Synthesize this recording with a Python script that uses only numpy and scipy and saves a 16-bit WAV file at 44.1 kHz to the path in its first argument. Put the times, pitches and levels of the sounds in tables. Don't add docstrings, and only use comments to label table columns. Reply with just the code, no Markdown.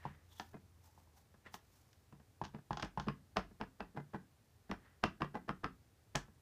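import sys
import numpy as np
from scipy import signal
from scipy.fft import rfft, irfft, next_fast_len
from scipy.io import wavfile
from scipy.ndimage import uniform_filter1d, map_coordinates

SR = 44100
rng = np.random.default_rng(int(sys.argv[2]) if len(sys.argv) > 2 else 0)


def wav_record(signal):
    frames = np.transpose(np.atleast_2d(signal))
    bounded = np.clip(frames, -1, 1)
    quanta = np.round(bounded * 32767).astype(np.int16)
    wavfile.write(sys.argv[1], SR, quanta)


N = 282681
AGE = np.arange(SR // 2) / SR

# (f/Hz, relative level/dB, t60/s)
DESK_MODES = [(107.7, -11.5, 0.063), (179.7, -1, 0.21), (203.8, 10, 0.063), (262.7, -3.5, 0.18),
              (309.6, 0, 0.08), (374, -12.5, 0.21), (447.6, -2.5, 0.11)]
# (f/Hz, relative level/dB, t60/s)
PUSH_MODES = [(45.2, -4.5, 0.33), (60.4, -3, 0.26), (89.1, -1, 0.13)]
# (f/Hz, relative level/dB)
CLICK_COLOUR = [(400, -11), (1200, 9.5), (1700, -0.5), (2200, 0.5), (2700, 1.5), (3400, -4), (4000, -9),
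                (5100, -5.5), (6500, -16.5), (7600, -25.5), (10000, -25), (15000, -37.5)]
# (f/Hz, relative level/dB)
HOLLOW_COLOUR = [(150, -7), (400, 4), (530, -1.5), (720, 1.5), (1250, -5.5), (1450, -7), (1700, -2),
                 (2200, -22), (3000, -22), (6000, -35), (15000, -48.5)]
# (f/Hz, relative level/dB)
TICK_COLOUR = [(500, -140), (1500, 4.5), (2400, -4), (3300, 2.5), (4000, -4), (5000, -3), (6500, -7.5),
               (7800, -24), (15000, -48)]

USUAL_DB, USUAL_CLICK_DB = -28, -16


def amp(db):
    return 10 ** (np.asarray(db) / 20)


def unit(x):
    return x / np.sqrt(np.mean(x ** 2) + 1e-20)


def unit_blow(x):
    return x / np.sqrt(np.sum(x ** 2) / (SR / 100) + 1e-20)


def along(points, hz):
    f, v = np.transpose(points)
    return np.interp(np.log(hz + 1), np.log(f + 1), v)


def level(rows):
    return amp(np.interp(np.arange(N) / SR, *np.transpose(rows)))


def wobble(rate):
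    knots = rng.standard_normal(int(N * rate / SR) + 4)
    return map_coordinates(knots, [np.arange(N) * rate / SR])


def filtered(x, response):
    m = next_fast_len(N + SR // 2)
    return irfft(rfft(x, m) * response(np.fft.rfftfreq(m, 1 / SR)), m)[:N]


def noise(spectrum):
    return unit(filtered(rng.standard_normal(N), lambda hz: amp(along(spectrum, hz))))


def strokes(rows, rise_share):
    t = np.arange(N) / SR
    gain = np.zeros(N)
    for s, db, length in rows:
        rise = (s - t) / rise_share
        fall = (t - s) / (1 - rise_share)
        gain += amp(db - 20 * np.maximum(rise, fall) / length)
    return gain


def crack(spectrum, t60, corner_hz=SR, attack=0.00015):
    n = len(AGE)
    hz = np.fft.rfftfreq(n, 1 / SR)
    cepstrum = irfft(np.log(amp(along(spectrum, hz)) / np.hypot(1, (hz / corner_hz) ** 2)), n)
    cepstrum[1:n // 2] *= 2
    cepstrum[n // 2 + 1:] = 0
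    envelope = amp(-60 * AGE / t60) * (1 - np.exp(-AGE / attack))
    chatter = rfft(rng.standard_normal(n) * envelope)
    chatter /= uniform_filter1d(abs(chatter), size=101)
    coloured = irfft(chatter * np.exp(rfft(cepstrum)), n)
    return unit_blow(coloured * (AGE < AGE[-1] / 2))


def ring(modes, attack, scatter_db, detune):
    hz, db, t60 = np.transpose(modes)[:, :, None]
    size, shift = rng.standard_normal((2, len(modes), 1))
    sign = (-1) ** np.arange(len(modes))[:, None]
    decay = amp(db + scatter_db * size - 60 * AGE / t60)
    waves = sign * decay * np.sin(2 * np.pi * hz * (1 + detune * shift) * AGE)
    return unit_blow(waves.sum(0) * (1 - np.exp(-AGE / attack)))


def in_room(x, wet_db, blur_s=0.000086):
    # (f/Hz, t60/s)
    room_decay = [(80, 0.23), (210, 0.46), (560, 0.13), (1500, 0.22), (4000, 0.18), (10000, 0.17)]
    # (delay/s, gain)
    near_walls = [(.0058, 0.083), (.0095, 0.26), (.018, 0.078)]
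    hz, t, z = signal.stft(rng.standard_normal(len(AGE)), SR, nperseg=256)
    decay = amp(-60 * t / along(room_decay, hz)[:, None])
    tail = signal.istft(z * decay, SR, nperseg=256)[1][:len(AGE)]
    tail *= 1 - np.exp(-(AGE / 0.0067) ** 2)
    response = amp(wet_db) * tail / np.linalg.norm(tail)
    response[0] += 1
    for delay, gain in near_walls:
        echo = np.exp(-((AGE - delay) / blur_s) ** 2)
        response += gain * echo / echo.sum()
    return signal.fftconvolve(x, response)[:len(AGE)]


def add(track, s, sound):
    part = track[max(round(s * SR), 0):][:len(sound)]
    part += sound[:len(part)]


def background(hum_hz=85):
    # (f/Hz, relative level/dB)
    air_colour = [(12, -56), (20, -29.5), (59, -3.5), (97, 0), (124, -2), (160, -12), (421, -17),
                  (713, -21.5), (774, -19.5), (889, -23.5), (1830, -26.5), (2930, -30.5), (4560, -30.5),
                  (15000, -36)]
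    # (t/s, level/dB)
    hum_course = [(0, -64.5), (1.1, -70), (1.3, -84), (6.41, -78)]
    phase = 2 * np.pi * np.cumsum(hum_hz + 3 * wobble(7)) / SR
    hum = level(hum_course) * unit(np.sin(phase) * amp(2 * wobble(12)))
    return amp(-69.0) * noise(air_colour) + hum


def rubbing():
    # (t of fastest moment/s, level/dB, length/s)
    finger_strokes = [(.02, -75.5, 0.25), (.33, -72, 0.045), (.39, -67, 0.34), (.86, -69, .17),
                      (.99, -76, 0.2), (1.18, -68, 0.11), (1.545, -53, 0.046), (1.77, -73, 0.55)]
    # (t of fastest moment/s, level/dB, length/s)
    dull_scuffs = [(.04, -60.5, 0.25), (1.466, -56, .075), (4.85, -70.5, 0.28)]
    # (f/Hz, relative level/dB)
    finger_colour = [(300, -36), (650, -9), (860, 9.5), (1200, 0.5), (2600, -5.5), (3450, -6), (4300, -3.5),
                     (6000, -0.5), (9000, -7.5), (15000, -5)]
    # (f/Hz, relative level/dB)
    rub_colour = [(300, -9), (900, -3.5), (1500, -2.5), (1900, -0.5), (2300, -7.5), (3100, -12),
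                  (7000, -30), (15000, -48)]
    brush = strokes(finger_strokes, rise_share=0.42) * noise(finger_colour) * amp(2.5 * wobble(120))
    scuff = strokes(dull_scuffs, rise_share=0.25) * noise(rub_colour) * amp(1.8 * wobble(70))
    return brush + scuff


def squeaks(half_width=0.1):
    # (t of fastest moment/s, level/dB, length/s, f/Hz)
    skin_squeaks = [(0.06, -65.5, 0.31, 1840), (0.326, -65.5, .05, 3530), (.38, -66, 0.056, 3470),
                    (0.875, -72, 0.17, 860), (1.177, -72, .08, 790), (4.858, -74, .38, 1830)]
    track = np.zeros(N)
    for s, db, length, pitch_hz in skin_squeaks:
        slips = rng.standard_normal(N)
        tone = filtered(slips, lambda hz: 1 / (1 + ((hz / pitch_hz - 1) / half_width) ** 2))
        track += strokes([(s, db, length)], rise_share=0.52) * unit(tone)
    return track


def knocks(push_db=-13, rebound_s=0.0232):
    # (t/s, nominal level/dB, nominal level of the rebounding lid/dB)
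    platform_drops = [(.0525, -30.5, -76), (.977, -53.5, -72), (1.073, -61, -80), (2.4146, -28.5, -49),
                      (2.707, -25.5, -43), (2.9744, -25.5, -38.5)]
    # (f/Hz, relative level/dB, t60/s)
    platform_modes = [(84.7, -32.5, 0.23), (145.4, -13, 0.21), (202.5, -21, 0.14), (312, -9.5, 0.021),
                      (880, 5.5, 0.012), (1069, -3.5, 0.012)]
    track = np.zeros(N)
    for s, db, rebound_db in platform_drops:
        knock = ring(platform_modes, attack=0.0012, scatter_db=1, detune=0.01)
        edge = amp(-22.0) * crack(CLICK_COLOUR, t60=0.036)
        edge += amp(-11.5) * crack(HOLLOW_COLOUR, t60=0.093)
        push = amp(push_db) * ring(PUSH_MODES, attack=0.004, scatter_db=9, detune=0.026)
        add(track, s, amp(db - 9) * in_room(knock + edge + push, wet_db=-10.5))
        add(track, s + rebound_s, tick(rebound_db, body_db=-0.5, snap_db=-60))
    return track


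def tick(db, body_db, snap_db):
    # (f/Hz, relative level/dB)
    snap_colour = [(3000, -8), (6000, 5.5), (8600, -3.5), (10000, -13), (15000, -19)]
    # (f/Hz, relative level/dB, t60/s)
    lid_modes = [(730, -4.5, 0.019), (820, 3.5, 0.023), (1051, -5, 0.043), (1250, 0.5, 0.014),
                 (1653, -4.5, 0.015)]
    edge = amp(-11.5) * crack(TICK_COLOUR, t60=0.016)
    edge += amp(snap_db - 1.5) * crack(snap_colour, t60=0.013)
    body = amp(body_db - 3.5) * ring(lid_modes, attack=0.00066, scatter_db=0.5, detune=0.039)
    body += amp(body_db - 12.5) * crack(HOLLOW_COLOUR, t60=0.05)
    jolt = amp(body_db - 11) * ring(DESK_MODES, attack=0.0022, scatter_db=3.5, detune=0.1)
    return amp(db) * (in_room(edge + body, wet_db=-9) + jolt)


def ticks():
    # (t/s, nominal level/dB, body ring re level/dB, high snap re level/dB)
    plastic_ticks = [(0.3974, -37, -4, -42), (1.5412, -41.5, -4.5, -22), (1.93, -60, -32, -16),
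                     (2.4506, -44.5, -5, -24), (2.7712, -38.5, -2.5, -47), (2.7966, -44, -1, -40),
                     (2.8245, -34.5, -12.5, -25), (2.8476, -50, -2, -13), (6.156, -30.5, -4.5, -9.5)]
    track = np.zeros(N)
    for s, db, body_db, snap_db in plastic_ticks:
        add(track, s, tick(db, body_db, snap_db))
    return track


def touch(tap_db, thud_db):
    tap = crack(HOLLOW_COLOUR, t60=0.03, attack=0.0038)
    tap += amp(-15.5) * crack(CLICK_COLOUR, t60=0.0092, attack=0.003)
    thud = ring(DESK_MODES, attack=0.004, scatter_db=-0.5, detune=0.012)
    thud *= amp(-60 * AGE / 0.14)
    return in_room(amp(tap_db - 8.0) * tap + amp(thud_db + 2) * thud, wet_db=-13)


def pad_squash(squash_s):
    envelope = np.clip(AGE / squash_s, 0, 1) * (AGE < squash_s + 0.003)
    return unit_blow(crack(HOLLOW_COLOUR, t60=0.0275) * envelope)


def case_clack(spot_hz):
    # (f/Hz, relative level/dB, t60/s)
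    case_modes = [(678, -2.5, 0.053), (799, -1, 0.0075), (875, -23.5, 0.019), (1032, 8, 0.019),
                  (1218, -34.5, 0.032), (1260, -11.5, 0.029), (1567, 9, 0.012), (1980, -8.5, 0.06),
                  (2497, -17, 0.07), (3030, -32, 0.0144)]
    spot = ring([(spot_hz, 0, 0.017)], attack=0.00072, scatter_db=1.5, detune=0.016)
    case = ring(case_modes, attack=0.0027, scatter_db=-1.0, detune=0.026)
    shell = crack(HOLLOW_COLOUR, t60=0.046)
    return amp(-15.5) * spot + amp(-21) * case + amp(-17.5) * shell


def rim_click(click_db):
    # (f/Hz, relative level/dB, t60/s)
    rim_modes = [(2568, 6, 0.0087), (2684, -6.5, 0.057), (3100, -12.5, 0.023), (4740, -13, 0.025),
                 (5216, -0.5, 0.0096)]
    corner_hz = 1500 + 2800 * 2 ** ((click_db - USUAL_CLICK_DB) / 2.5)
    click = amp(click_db - 0.5) * crack(CLICK_COLOUR, t60=0.013, corner_hz=corner_hz)
    rim = ring(rim_modes, attack=0.00035, scatter_db=3.0, detune=0.026)
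    return click + amp(click_db - 14.5) * rim


def dab_thud(thud_db, rocking_db, click_db, push_db=-5.5):
    # (f/Hz, relative level/dB, t60/s)
    rocking_modes = [(144.4, 0, 0.2)]
    thud = amp(thud_db) * ring(DESK_MODES, attack=0.0021, scatter_db=1.0, detune=0.0169)
    thud += amp(rocking_db) * ring(rocking_modes, attack=0.0023, scatter_db=1, detune=0.0047)
    flex_db = thud_db + push_db + click_db - USUAL_CLICK_DB
    thud += amp(flex_db) * ring(PUSH_MODES, attack=0.0011, scatter_db=5.0, detune=0.03)
    return thud


def dabs(squash_db=-25, graze_s=0.0044, pad_tap_db=-15.5, settle_s=0.019, settle_db=-22.5):
    # (t of case landing/s, nominal level/dB, lead of the soft pad/s,
    #   pad's thud re the case's/dB, hardness as click re level/dB, rocking re level/dB, struck spot f/Hz)
    pad_dabs = [(0.542, -39.5, 0.0078, -26, -26.5, -12.5, 660), (2.1252, -51, .002, -16, -19, -3.5, 1000),
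                (2.547, -42, 0.0086, 3.5, -18, -4, 830), (2.8284, -29.5, 0.0027, -27, -13.5, -14, 826),
                (3.084, -28.5, 0.014, 9.5, -16, -9, 1065), (3.3687, -21.5, 0.0053, -3.5, -12.5, -23, 750),
                (3.612, -30.5, 0.0087, -2.5, -16, -17.5, 876), (3.805, -31.5, 0.0032, -10, -17, -45, 790),
                (3.973, -30.5, 0.0076, -3, -30, -10.5, 810), (4.145, -30, 0.0091, -3, -27, -14.5, 802),
                (4.713, -28.5, .016, 4, -15, -24.5, 810), (5.038, -20, 0.00413, 0.5, -12.5, -21, 704),
                (5.219, -24, 0.012, -1, -17, -13.5, 1145), (5.353, -27, 0.0083, -1, -27, -27.5, 820),
                (5.492, -25.5, 0.0088, -11, -18.5, -15.5, 1303),
                (5.643, -26.5, 0.0068, -6, -16, -19.5, 1277), (6.153, -27.5, 0.0017, -14, -12, -8.5, 666)]
    track = np.zeros(N)
    for s, db, lead_s, pad_db, click_db, rocking_db, spot_hz in pad_dabs:
        thud_db = -42.5 + 0.58 * (db - USUAL_DB)
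        clack = in_room(case_clack(spot_hz), wet_db=-9)
        click = in_room(rim_click(click_db), wet_db=-9.5)
        thud = in_room(dab_thud(thud_db - db, rocking_db, click_db), wet_db=-17)
        add(track, s, amp(db) * (clack + click + thud))
        settle = crack(HOLLOW_COLOUR, t60=0.029, attack=0.002)
        add(track, s + settle_s * rng.uniform(0.6, 1.4), amp(db + settle_db) * settle)
        add(track, s - lead_s, touch(db + pad_tap_db, thud_db + pad_db))
        squash_s = lead_s + graze_s
        add(track, s - squash_s, amp(db + squash_db) * pad_squash(squash_s))
    return track


def nudges():
    # (t/s, nominal level/dB, thud re level/dB)
    finger_nudges = [(1.341, -57.5, -7.5), (1.457, -57, -1.5), (2.197, -58, -4), (2.585, -53.5, -15),
                     (3.509, -60, 4.5), (3.946, -60.5, 11.5), (6.281, -60, 0)]
    track = np.zeros(N)
    for s, db, thud_db in finger_nudges:
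        add(track, s, touch(db, db + thud_db))
    return track


def peeling(rate=900):
    # (t of strongest pull/s, level/dB, length/s)
    ink_pulls = [(2.445, -55.5, 0.045), (2.8, -56, 0.07), (3.02, -67.5, 0.12)]
    parting = rng.random(N) < rate / SR
    size = amp(1.4 * rng.standard_normal(N)) * rng.choice([-1, 1], N)
    crackle = filtered(parting * size, lambda hz: amp(along(TICK_COLOUR, hz)))
    return strokes(ink_pulls, rise_share=0.14) * unit(crackle)


def scene():
    handling = rubbing() + squeaks() + knocks() + ticks()
    stamping = dabs() + nudges() + peeling()
    return (background() + handling + stamping)[None]


def record(dry, top_hz=15330):
    return np.array([filtered(channel, lambda hz: hz < top_hz) for channel in dry])


dry = scene()
out = record(dry)
wav_record(out)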